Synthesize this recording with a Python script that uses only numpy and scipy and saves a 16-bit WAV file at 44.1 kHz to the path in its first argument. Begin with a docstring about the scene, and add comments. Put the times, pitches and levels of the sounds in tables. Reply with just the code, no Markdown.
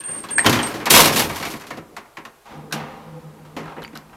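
"""A steel scissor gate is slammed and rattles out inside a small wooden lift car: noise bursts and damped modes.
Before it a door handle ticks, a hinge squeals (unsteady sines), the latch snaps and the door lands in its frame.
After it a button and relays click, the brake lets go with a clack and the drive hums and whirrs (tones, noise).
Loose bars shake in dense noise; the shaft echoes, and still air and a deep sway lie under everything.
The microphone is close by; the sound is nearly mono, with a faint stereo side that switches on and off."""
import sys
import numpy as np
from scipy import signal
from scipy.io import wavfile
from scipy.ndimage import uniform_filter1d

SR = 44100
rng = np.random.default_rng(int(sys.argv[2]) if len(sys.argv) > 2 else 0)


def int16_out(signal):
    """Quantize to a 16-bit WAV file."""
    q = np.round(np.clip(np.atleast_2d(signal).T, -1, 1) * 32767)
    wavfile.write(sys.argv[1], SR, q.astype(np.int16))


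def level_to_linear(level):
    """Convert decibel levels to linear amplitude factors, elementwise."""
    exponent = np.asarray(level, float) / 20
    return 10 ** exponent


N = 183808

# Blows, in all six tables: start_s, level_db, thud_db (re level), brightness_db, base_t60_s,
# near_hz (the mode nearest to where the blow lands)
# the gate slams, rattles out and settles
GATE_BLOWS = [(0.856, -16.5, -11.5, -7, 0.13, 1520), (0.864, -8.5, -27.5, -19, 0.16, 1320),
              (0.902, -12.5, -21.5, -4.5, 0.075, 3000), (0.906, -7.5, -15, -10.5, 0.27, 5000),
              (0.938, -3, -18, -10.5, 0.27, 3000), (0.961, -3.5, -18.5, -12, 0.32, 1070),
              (0.989, -3, -16, -15, 0.22, 1000), (1.032, -11, -23, -15.5, 0.14, 1400),
              (1.042, -12.5, -10, -5, 0.3, 630), (1.072, -11, -21, -9.5, 0.2, 1830),
              (1.128, -20.5, -9, -3, 0.17, 3000), (1.163, -13, -8.5, -11.5, 0.19, 1400),
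              (1.199, -13, -13, -15.5, 0.18, 2200), (1.242, -23, -1, -4.5, 0.061, 89),
              (1.296, -16, -9, -17.5, 0.15, 1380), (1.359, -40, -6, 2.5, 0.38, 3000),
              (1.399, -23, -8, -12, 0.21, 150), (1.425, -16.5, -18.5, -14, 0.16, 3000),
              (1.451, -16.5, -13, -12.5, 0.18, 2200), (1.501, -31.5, -4, -3.5, 0.33, 526),
              (1.537, -21, -4, -16, 0.053, 1400), (1.597, -40, -11.5, -3.5, 0.13, 1400),
              (1.636, -35, -18, -16, .2, 1410), (1.667, -38, -17, -4, 0.3, 1400),
              (1.705, -19, -15, -19.5, 0.12, 1390), (1.773, -27, -5.5, -19.5, 0.12, 600)]
# the door lands in its frame and bounces
DOOR_BLOWS = [(0.445, -11, -9.5, -19, 0.2, 1150), (0.455, -10, -11.5, -18.5, 0.11, 118),
              (0.462, -0.5, -15.5, -12.5, 0.11, 1908), (0.495, -11.5, -11, -8, 0.19, 351),
              (0.527, -8, -16, -12.5, 0.31, 247), (0.588, -11, -13.5, -21, 0.22, 1893),
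              (0.63, -15, -12.5, -10.5, 0.089, 1500), (0.74, -26, -1, -10, 0.39, 1500)]
# the latch snaps
LATCH_BLOWS = [(0.3816, -11.5, -20.5, -13.5, 0.062, 1896), (0.392, -13.5, -28, -24, 0.1, 1700)]
# the swinging door and its handle tick
SWING_BLOWS = [(0.005, -32.5, -20, -8.5, 0.044, 2000), (0.035, -34.5, -18, -15.5, 0.054, 2690),
               (0.079, -33.5, -2.5, -24, 0.16, 1900), (0.15, -33.5, -22, -22, 0.11, 1000),
               (0.238, -24.5, -13, -17, 0.1, 800), (0.286, -29.5, -13, -13.5, 0.24, 3600),
               (0.301, -33.5, -15.5, -20, .1, 1650)]
# the button and relays click
CLICK_BLOWS = [(1.965, -22, -16, -15.5, 0.14, 1410), (2.056, -42, -11, -18, 0.091, 1830),
               (2.17, -22, -14, -20, 0.101, 2250), (2.184, -27, -12, -26.5, 0.12, 800),
               (2.251, -25, -14, -16.5, 0.12, 1400), (2.455, -39, -26, -17.5, 0.37, 1000)]
# the brake lets go, the moving car knocks
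KNOCK_BLOWS = [(2.71, -33, -7, -19, 0.066, 1500), (2.724, -15.5, -14, -7, 0.13, 2200),
               (2.739, -23.5, -13, -30.5, 0.11, 216), (2.799, -26, -12, -41, 0.39, 950),
               (3.45, -43, -7, -17, 0.24, 1305), (3.565, -22, -8, -19, 0.29, 392),
               (3.608, -40, -17.5, -25, 0.17, 217), (3.656, -32.5, -1, -23, 0.1, 1305),
               (3.678, -31, -16, -37, 0.14, 1305), (3.72, -36, -19, -27, 0.11, 1305),
               (3.765, -30, -7, -42, 0.19, 950), (3.78, -27, -7.5, -44, 0.16, 460),
               (3.819, -32.5, -21, -16.5, 0.25, 1590), (3.93, -36, -1, -24, 0.13, 283),
               (3.953, -28.5, -13.5, -13.5, 0.16, 1850), (4.097, -49, -6, -20, 0.11, 283),
               (4.129, -37, -26, -29, 0.15, 1090)]


def evened(x):
    """Scales to rms 1."""
    return x / np.sqrt(np.mean(x ** 2) + 1e-20)


def read(points, hz):
    """Reads a table on a log-frequency axis."""
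    f, value = np.transpose(points)
    return np.interp(np.log(hz + 1), np.log(f + 1), value)


def columns(rows):
    """Curve columns sample by sample, and a mask that is 1 while the curve lasts, with 1.5 ms ramps."""
    s, *values = np.transpose(rows)
    t = np.arange(N) / SR
    on = np.clip(np.minimum(t - s[0], s[-1] - t) / 0.0015, 0, 1)
    return on, *(np.interp(t, s, v) for v in values)


def shaped(x, gain):
    """Minimum-phase filter with the spectral shape gain(hz), scaled to unit energy."""
    log_gain = np.log(np.maximum(gain(abs(np.fft.fftfreq(8192, 1 / SR))), 1e-5))
    taps = np.fft.ifft(np.exp(np.conj(signal.hilbert(log_gain)))).real[:4096]
    return signal.oaconvolve(x, taps / np.linalg.norm(taps))[:len(x)]


def rings(hz, modes):
    """Magnitude of a set of resonances, their powers added."""
    return np.sqrt(sum(level_to_linear(2 * db) / (1 + (2 * (hz - f) / width) ** 2) for f, width, db in modes))


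def band(hz, low_hz, high_hz):
    """Smooth band-pass magnitude."""
    return 1 / np.sqrt((1 + (low_hz / (hz + 1)) ** 10) * (1 + (hz / high_hz) ** 10))


def wander(count, size):
    """Smooth random drift of rms 1, about size samples a wiggle."""
    once = uniform_filter1d(rng.standard_normal(count), size=size)
    return evened(uniform_filter1d(once, size=size))


def contacts(per_s, spread_db, last_s, steady):
    """Envelope of many small knocks, a few stronger, over a steady share."""
    strength = level_to_linear(spread_db * np.minimum(rng.exponential(1, N + SR), 4))
    knocks = strength * (rng.random(N + SR) < per_s / SR)
    return evened(steady + signal.lfilter([1], [1, -np.exp(-1 / (last_s * SR))], knocks))


def tone(rows, waver_hz, flutter_db, size):
    """A sine on a pitch and level curve (s, Hz, rms dB), both made unsteady."""
    on, hz, db = columns(rows)
    phase = 2 * np.pi * np.cumsum(hz + waver_hz * wander(N, size)) / SR
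    return np.sqrt(2) * on * level_to_linear(db + flutter_db * wander(N, size)) * np.sin(phase)


def struck_car(thud, blow, clink, crack):
    """Four noise drives ring the wooden panels, the long bars, the short bars and the bright pin joints."""
    # resonances of gate and door frame: pitch_hz, width_hz, level_db
    steel_modes = [(1035, 210, 4.5), (1904, 870, 4), (2405, 460, 0), (2760, 26, -28.5), (3387, 210, -17),
                   (3770, 67, -8), (4460, 220, -8.5), (5420, 11, -3.5), (6140, 65, -56)]
    # resonances of the wooden car: pitch_hz, width_hz, level_db
    cabin_modes = [(118, 75, -7), (160, 19, 4), (230, 51, 7.5), (267, 36, -5.5), (304, 26, 0.5),
                   (360, 120, 5.5), (384, 13, 1), (460, 31, 1), (557, 56, 2)]
    # colour of the steel between its resonances: pitch_hz, relative_level_db
    steel_body = [(290, -44.5), (500, -4), (668, 11), (1070, 10.5), (1430, 6), (2320, -3), (9000, -4),
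                  (11700, -1), (19800, -120)]
    # colour of the pin joints: pitch_hz, relative_level_db
    pin_colour = [(3530, -43.5), (6000, 0), (9220, 5.5), (13100, 6.5), (15000, -4), (15500, -42.5),
                  (15600, -5.5)]

    def steel(hz):
        return level_to_linear(read(steel_body, hz) - 2.0) + rings(hz, steel_modes)

    panels = shaped(thud, lambda hz: rings(hz, cabin_modes) * band(hz, 90, 750))
    sway = level_to_linear(-19.5) * shaped(thud, lambda hz: band(hz, 36, 60))  # the car sways under thuds
    long_bars = shaped(blow, lambda hz: steel(hz) * band(hz, 430, 3060))
    short_bars = shaped(clink, lambda hz: steel(hz) * band(hz, 2820, 7000))
    pins = shaped(crack, lambda hz: level_to_linear(read(pin_colour, hz)) * band(hz, 5100, 20000))
    return panels + sway + long_bars + short_bars + pins


def blows():
    """Each blow is a burst of tiny contacts; the treble dies first, the thud rises slowly and lasts."""
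    drives, t = np.zeros((4, N + SR)), np.arange(SR // 2) / SR
    # rows: thud, blow, clink, crack
    lasts = np.array([[1.6], [1.05], [.8], [.65]])  # share of the blow's t60
    rise_s = np.array([[.006], [.0012], [.0005], [.0003]])
    chatter = contacts(per_s=460, spread_db=2.5, last_s=0.0045, steady=1.0)
    every_blow = SWING_BLOWS + LATCH_BLOWS + DOOR_BLOWS + GATE_BLOWS + CLICK_BLOWS + KNOCK_BLOWS
    for s, db, thud_db, bright_db, t60, _ in every_blow:
        clink_db = -1.5 + 0.85 * bright_db
        crack_db = -4.5 + 1.26 * bright_db
        layer_db = db + np.array([[thud_db], [-9.0], [clink_db], [crack_db]])
        at = round(s * SR)
        fade = level_to_linear(layer_db - 60 * t / (lasts * max(t60, .01))) * (1 - np.exp(-t / rise_s))
        fade[2:] *= 1 + 0.68 * np.exp(-t / 0.001)  # the snap of first contact
        # a firm front, then chatter
        fade[1:] *= 1 + 0.35 * (chatter[at:at + len(t)] - 1) * (1 - np.exp(-t / 0.0083))
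        drives[:, at:at + len(t)] += fade * rng.standard_normal((len(t), 4)).T
    return struck_car(*drives)[:N]


def rung():
    """Modes of every struck thing, once per blow, weaker far from the point of contact: (s, dB, Hz, t60 s)."""
    # modes of each struck thing, in all six tables: pitch_hz, level_db (re the blow), t60_s
    gate_modes = [(89, -8, .8), (526, -3.5, 0.12), (630, -5, 0.09), (1070, -4.5, .09), (1830, -7, 0.073),
                  (2200, -7, 0.12), (3000, -23, 0.025)]
    door_modes = [(118, -6.5, 0.48), (247, -10.5, .35), (351, -6, 0.09), (600, -6, .08), (790, -2.5, .12),
                  (942, 3.5, 0.024), (3120, 0.5, 0.091)]
    latch_modes = [(1718, 10.5, .02), (2114, -1, 0.048), (2330, -1, 0.037), (4280, 2, .035)]
    swing_modes = [(1080, 0.5, .09), (1650, -2, .3), (2690, -5, 0.18), (3360, -3.5, 0.12), (3860, -13, .06),
                   (4226, 0, .035)]
    click_modes = [(916, -5, .045), (1084, -4, 0.095), (1386, -16, 0.032), (1830, -5.5, 0.072),
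                   (2250, -4, 0.042)]
    knock_modes = [(216.4, 0, .28), (283, 5.5, .08), (460, -3, .09), (770, -1, .12), (950, -2, .05),
                   (1305, -3.5, 0.081), (1588, 0.5, 0.062), (3974, 4.5, 0.028)]
    fall_db_per_octave, spread_db = 11, 1.5
    notes = []
    for rows, modes in [(SWING_BLOWS, swing_modes), (LATCH_BLOWS, latch_modes), (DOOR_BLOWS, door_modes),
                        (GATE_BLOWS, gate_modes), (CLICK_BLOWS, click_modes), (KNOCK_BLOWS, knock_modes)]:
        for s, db, *_, near_hz in rows:
            for hz, mode_db, t60 in modes:
                far_db = fall_db_per_octave * abs(np.log2(hz / near_hz))
                level_db = db + mode_db - far_db + spread_db * rng.standard_normal()
                notes.append((s, level_db, hz, t60))
    return notes


def pings():
    """One damped mode each, roughened by chattering contact; the shortest are dry ticks."""
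    # small loose pins ticking on one note: start_s, level_db, pitch_hz, t60_s
    pin_ticks = [(3.831, -22.5, 3520, 0.003), (3.838, -29.5, 3020, .035), (3.8395, -28, 11620, 0.0034),
                 (3.848, -31.5, 4650, 0.042), (3.8483, -14, 2120, 0.0033), (3.855, -26, 2480, 0.0036),
                 (3.878, -35.5, 6700, .005), (3.8792, -25, 2270, 0.0051), (3.9745, -16.5, 4520, 0.0016),
                 (3.9748, -26, 12000, 0.0039), (4.097, -38, 2510, .005)]
    out = np.zeros(N + SR)
    for s, db, hz, t60 in rung() + pin_ticks:
        t = np.arange(round(max(t60, .1) * SR)) / SR
        soft = 1 - np.exp(-t / (0.032 * t60))
        rough = 1.09 * wander(len(t), size=60 + round(3 * SR / hz))  # radians
        phase = 2 * np.pi * (hz * t + rng.random()) + rough
        out[round(s * SR):][:len(t)] += level_to_linear(db - 60 * t / t60) * soft * np.sin(phase)
    return out[:N]


def shake():
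    """Loose bars and pins knock densely, each knock dying within milliseconds."""
    # curve of the shaking: time_s, level_db, brightness_db, boom_db (of the car)
    shaking = [(0.0, -46.5, 3, -1), (0.066, -46.5, -10, -4), (.096, -45, -9, 4), (0.248, -43.5, -2.5, -0.5),
               (0.37, -45, -11.5, 5), (0.44, -38, -2.5, 4.5), (0.46, -36.5, 8, 18), (0.564, -33, -5.5, 0.5),
               (0.74, -37, -6, 5), (0.84, -36, -14.5, -18), (0.896, -40, -6, 7), (0.906, -29.5, 16, 9.5),
               (0.972, -22, 9, 3.5), (1.036, -24.5, 4.5, 2), (1.118, -26, 1, 0.5), (1.134, -24.5, 6, -2),
               (1.21, -29.5, 4, 3.5), (1.384, -38, -2.5, -9), (1.498, -44.5, 6.5, -1),
               (1.65, -44.5, -9, -6), (1.786, -46, -10, 9), (1.852, -67.5, -19, 14), (1.95, -67, -22, 21)]
    on, db, bright_db, boom_db = columns(shaking)
    clink_db = -1.1 + bright_db
    sizzle_db = -4 + 1.22 * bright_db
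    swarm = contacts(per_s=260, spread_db=5.0, last_s=0.013, steady=0.55)[:N]
    z = rng.standard_normal((N, 4)).T * on * level_to_linear(db)
    z[1:] *= swarm  # the boom stays smooth
    return struck_car(z[0] * level_to_linear(boom_db), z[1], z[2] * level_to_linear(clink_db), z[3] * level_to_linear(sizzle_db))


def squeaks():
    """The hinge squeals by stick-slip: each note swells, holds, then glides and fades."""
    # squeals: start_s, length_s, top_level_db, first_hz, last_hz, waver_hz
    squeals = [(0, 0.028, -33, 8720, 8720, 18), (0.037, 0.22, -28, 8720, 8420, 16),
               (0.305, 0.052, -26.5, 8710, 8720, 16), (0.353, .096, -20.5, 8496, 8470, 68),
               (0.398, 0.056, -32, 8560, 8750, 16), (0.62, .047, -33, 8700, 8550, 18),
               (0.624, 0.071, -29, 8470, 8540, 78)]
    rise, hold = .15, .45  # shares of the note
    edge_db, end_db = -8.5, -21  # levels at its two ends, re the top
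    out = np.zeros(N)
    for s, length_s, db, hz, last_hz, waver_hz in squeals:
        curve = [(s, hz, db + edge_db),
                 (s + rise * length_s, hz, db),
                 (s + (rise + hold) * length_s, hz, db),
                 (s + length_s, last_hz, db + end_db)]
        out += tone(curve, waver_hz, flutter_db=2.0, size=150)
    return out


def drive():
    """Rumble, gear whirr in narrow resonances, hiss, and two wavering motor tones."""
    # drive running: time_s, rumble_db, whirr_db (of the gear)
    running = [(2.44, -72.5, -59), (2.47, -61, -44.5), (2.52, -41, -40.5), (2.6, -43.5, -46.5),
               (2.7, -42.5, -54), (2.76, -48, -32.5), (2.85, -42.5, -40), (3.05, -46.5, -46),
               (3.3, -49.5, -53), (3.55, -48.5, -52.5), (3.7, -47.5, -41.5), (3.8, -50, -49.5),
               (3.9, -50.5, -61), (4.08, -56.5, -58), (4.168, -54, -49)]
    # resonances of the gear: pitch_hz, width_hz, level_db
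    gear_modes = [(220, 27, 1.5), (315, 17, -4.5), (445, 6.8, 3.5), (504, 36, 1), (641, 68, -5.5),
                  (793, 37, 2.5), (934, 13.5, 3), (1025, 69, -8), (1224, 30, -1.5), (1000, 560, -8),
                  (1700, 820, -21.5)]
    # level of the hum: time_s, level_db
    hum_level = [(2.5, -72), (2.574, -40), (2.694, -52), (2.75, -38), (2.96, -54), (3.028, -60),
                 (3.07, -40), (3.186, -41.5), (3.21, -58), (3.264, -41), (3.357, -53.5), (3.428, -42.5),
                 (3.52, -53), (3.66, -39), (3.714, -48.5), (3.923, -60), (3.946, -49), (4.168, -59.5)]
    # pitch of the hum: time_s, pitch_hz
    hum_pitch = [(2.5, 152), (3.0, 151), (3.07, 157.7), (3.33, 153), (3.6, 153.5), (3.75, 156)]
    # whine: time_s, pitch_hz, level_db
    whine_curve = [(2.95, 504, -60), (3.12, 512, -51.5), (3.176, 510, -41.5), (3.21, 509, -57),
                   (3.36, 518.4, -55), (3.434, 518.5, -72)]
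    on, rumble_db, whirr_db = columns(running)
    hiss_db = -49 + 1.46 * (whirr_db + 40)  # moves faster than the whirr
    z = rng.standard_normal((N, 3)).T * on * level_to_linear([rumble_db, whirr_db, hiss_db])
    rumble = shaped(z[0], lambda hz: rings(hz, gear_modes) * band(hz, 130, 416))
    sway = level_to_linear(-12.5) * shaped(z[0], lambda hz: band(hz, 36, 99))  # the car sways under way
    whirr = shaped(z[1], lambda hz: rings(hz, gear_modes) * band(hz, 510, 2960))
    hiss = shaped(z[2], lambda hz: band(hz, 1200, 3430) + .3 * band(hz, 1300, 6000) + .08)
    hum_curve = [(s, np.interp(s, *np.transpose(hum_pitch)), db) for s, db in hum_level]
    hum = tone(hum_curve, waver_hz=1.8, flutter_db=2.5, size=1500)
    whine = tone(whine_curve, waver_hz=5.9, flutter_db=2.5, size=800)
    return rumble + sway + whirr + hiss + hum + whine


def echo(x):
    """The shaft's echo: a sparse tail of random sign, each band dying at its own speed."""
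    # decay of the shaft: pitch_hz, t60_s
    shaft_decay = [(100, 0.1), (300, 0.33), (1000, 0.67), (3000, 0.2), (8000, 0.14), (15000, 0.27)]
    taps = np.zeros(SR)
    at = np.arange(200, SR - 20, 20) + rng.integers(0, 20, (SR - 201) // 20)
    taps[at] = rng.choice([-1., 1.], len(at))
    hz, t, z = signal.stft(taps, SR, nperseg=256)
    decay = level_to_linear(-60 * t / read(shaft_decay, hz)[:, None])
    tail = signal.istft(z * decay, SR, nperseg=256)[1]
    return signal.fftconvolve(x, tail / np.linalg.norm(tail))[:N]


def background():
    """Still air with microphone hiss, and the deep sway of the car at rest: two shaped noises."""
    # colour of air and hiss: pitch_hz, relative_level_db
    air_colour = [(12, -29.5), (20, 9), (27, -30), (145, -5), (267, -22.5), (316, -4), (937, -7.5),
                  (1930, -13.5), (4990, -20), (13600, -22), (15600, -30.5)]
    air = level_to_linear(-54.5) * shaped(rng.standard_normal(N), lambda hz: level_to_linear(read(air_colour, hz)))
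    sway_db = -67.5 + 4 * wander(N, size=4000)
    sway = shaped(rng.standard_normal(N) * level_to_linear(sway_db), lambda hz: band(hz, 35, 85))
    return air + sway


def faint_side(mid):
    """A faint stereo side that switches on and off: the middle with its phases scattered."""
    # level of the side: pitch_hz, level_db (re the middle)
    side_level = [(60, -12), (180, -23.5), (550, -20.5), (1650, -14.5), (4970, -9.5), (15000, -9)]
    # when the side is on (a row that ends before it starts stays off): from_s, to_s
    on_spans = [(.3, 0.33), (0.393, .42), (0.463, 0.47), (0.643, 0.69), (0.905, 1.035), (1.109, 1.18),
                (1.202, 1.235), (1.322, 1.387), (1.556, 1.63), (1.739, 1.78), (1.84, 1.9), (2.2, 2.24),
                (2.5, 2.55), (2.63, 2.71), (2.912, 2.94), (3.17, 3.3), (3.44, 3.4), (3.63, 3.74),
                (3.86, 4.04), (4.01, 3.7)]
    hz, t, z = signal.stft(mid, SR, nperseg=512)
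    on = sum(np.clip(np.minimum(t - a, b - t) / .015 + 0.1, 0, 1) for a, b in on_spans)
    scatter = np.exp(2j * np.pi * rng.random(z.shape[::-1]).T)
    z *= on * scatter * level_to_linear(read(side_level, hz))[:, None]
    return signal.istft(z, SR, nperseg=512)[1][:N]


def scene():
    """Sources, their echo and the background, nearly mono, with the faint side laid over left and right."""
    small = pings()  # close to the microphone: less of this reaches the shaft
    near = blows() + shake() + squeaks() + drive()
    shaft = level_to_linear(-10.0) * echo(near + level_to_linear(-5.0) * small)
    mid = near + small + shaft + background()
    side = faint_side(mid)
    return np.array([mid + side, mid - side])


def low_pass(x):
    """Removes everything above the highest recorded frequency."""
    return signal.sosfilt(signal.butter(12, 15800, fs=SR, output="sos"), x)


def record(dry):
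    """The converter overloads: peaks beyond full scale are cut flat."""
    mix = np.clip(dry, -1, 1)
    return low_pass(mix)


dry = scene()
out = record(dry)
int16_out(out)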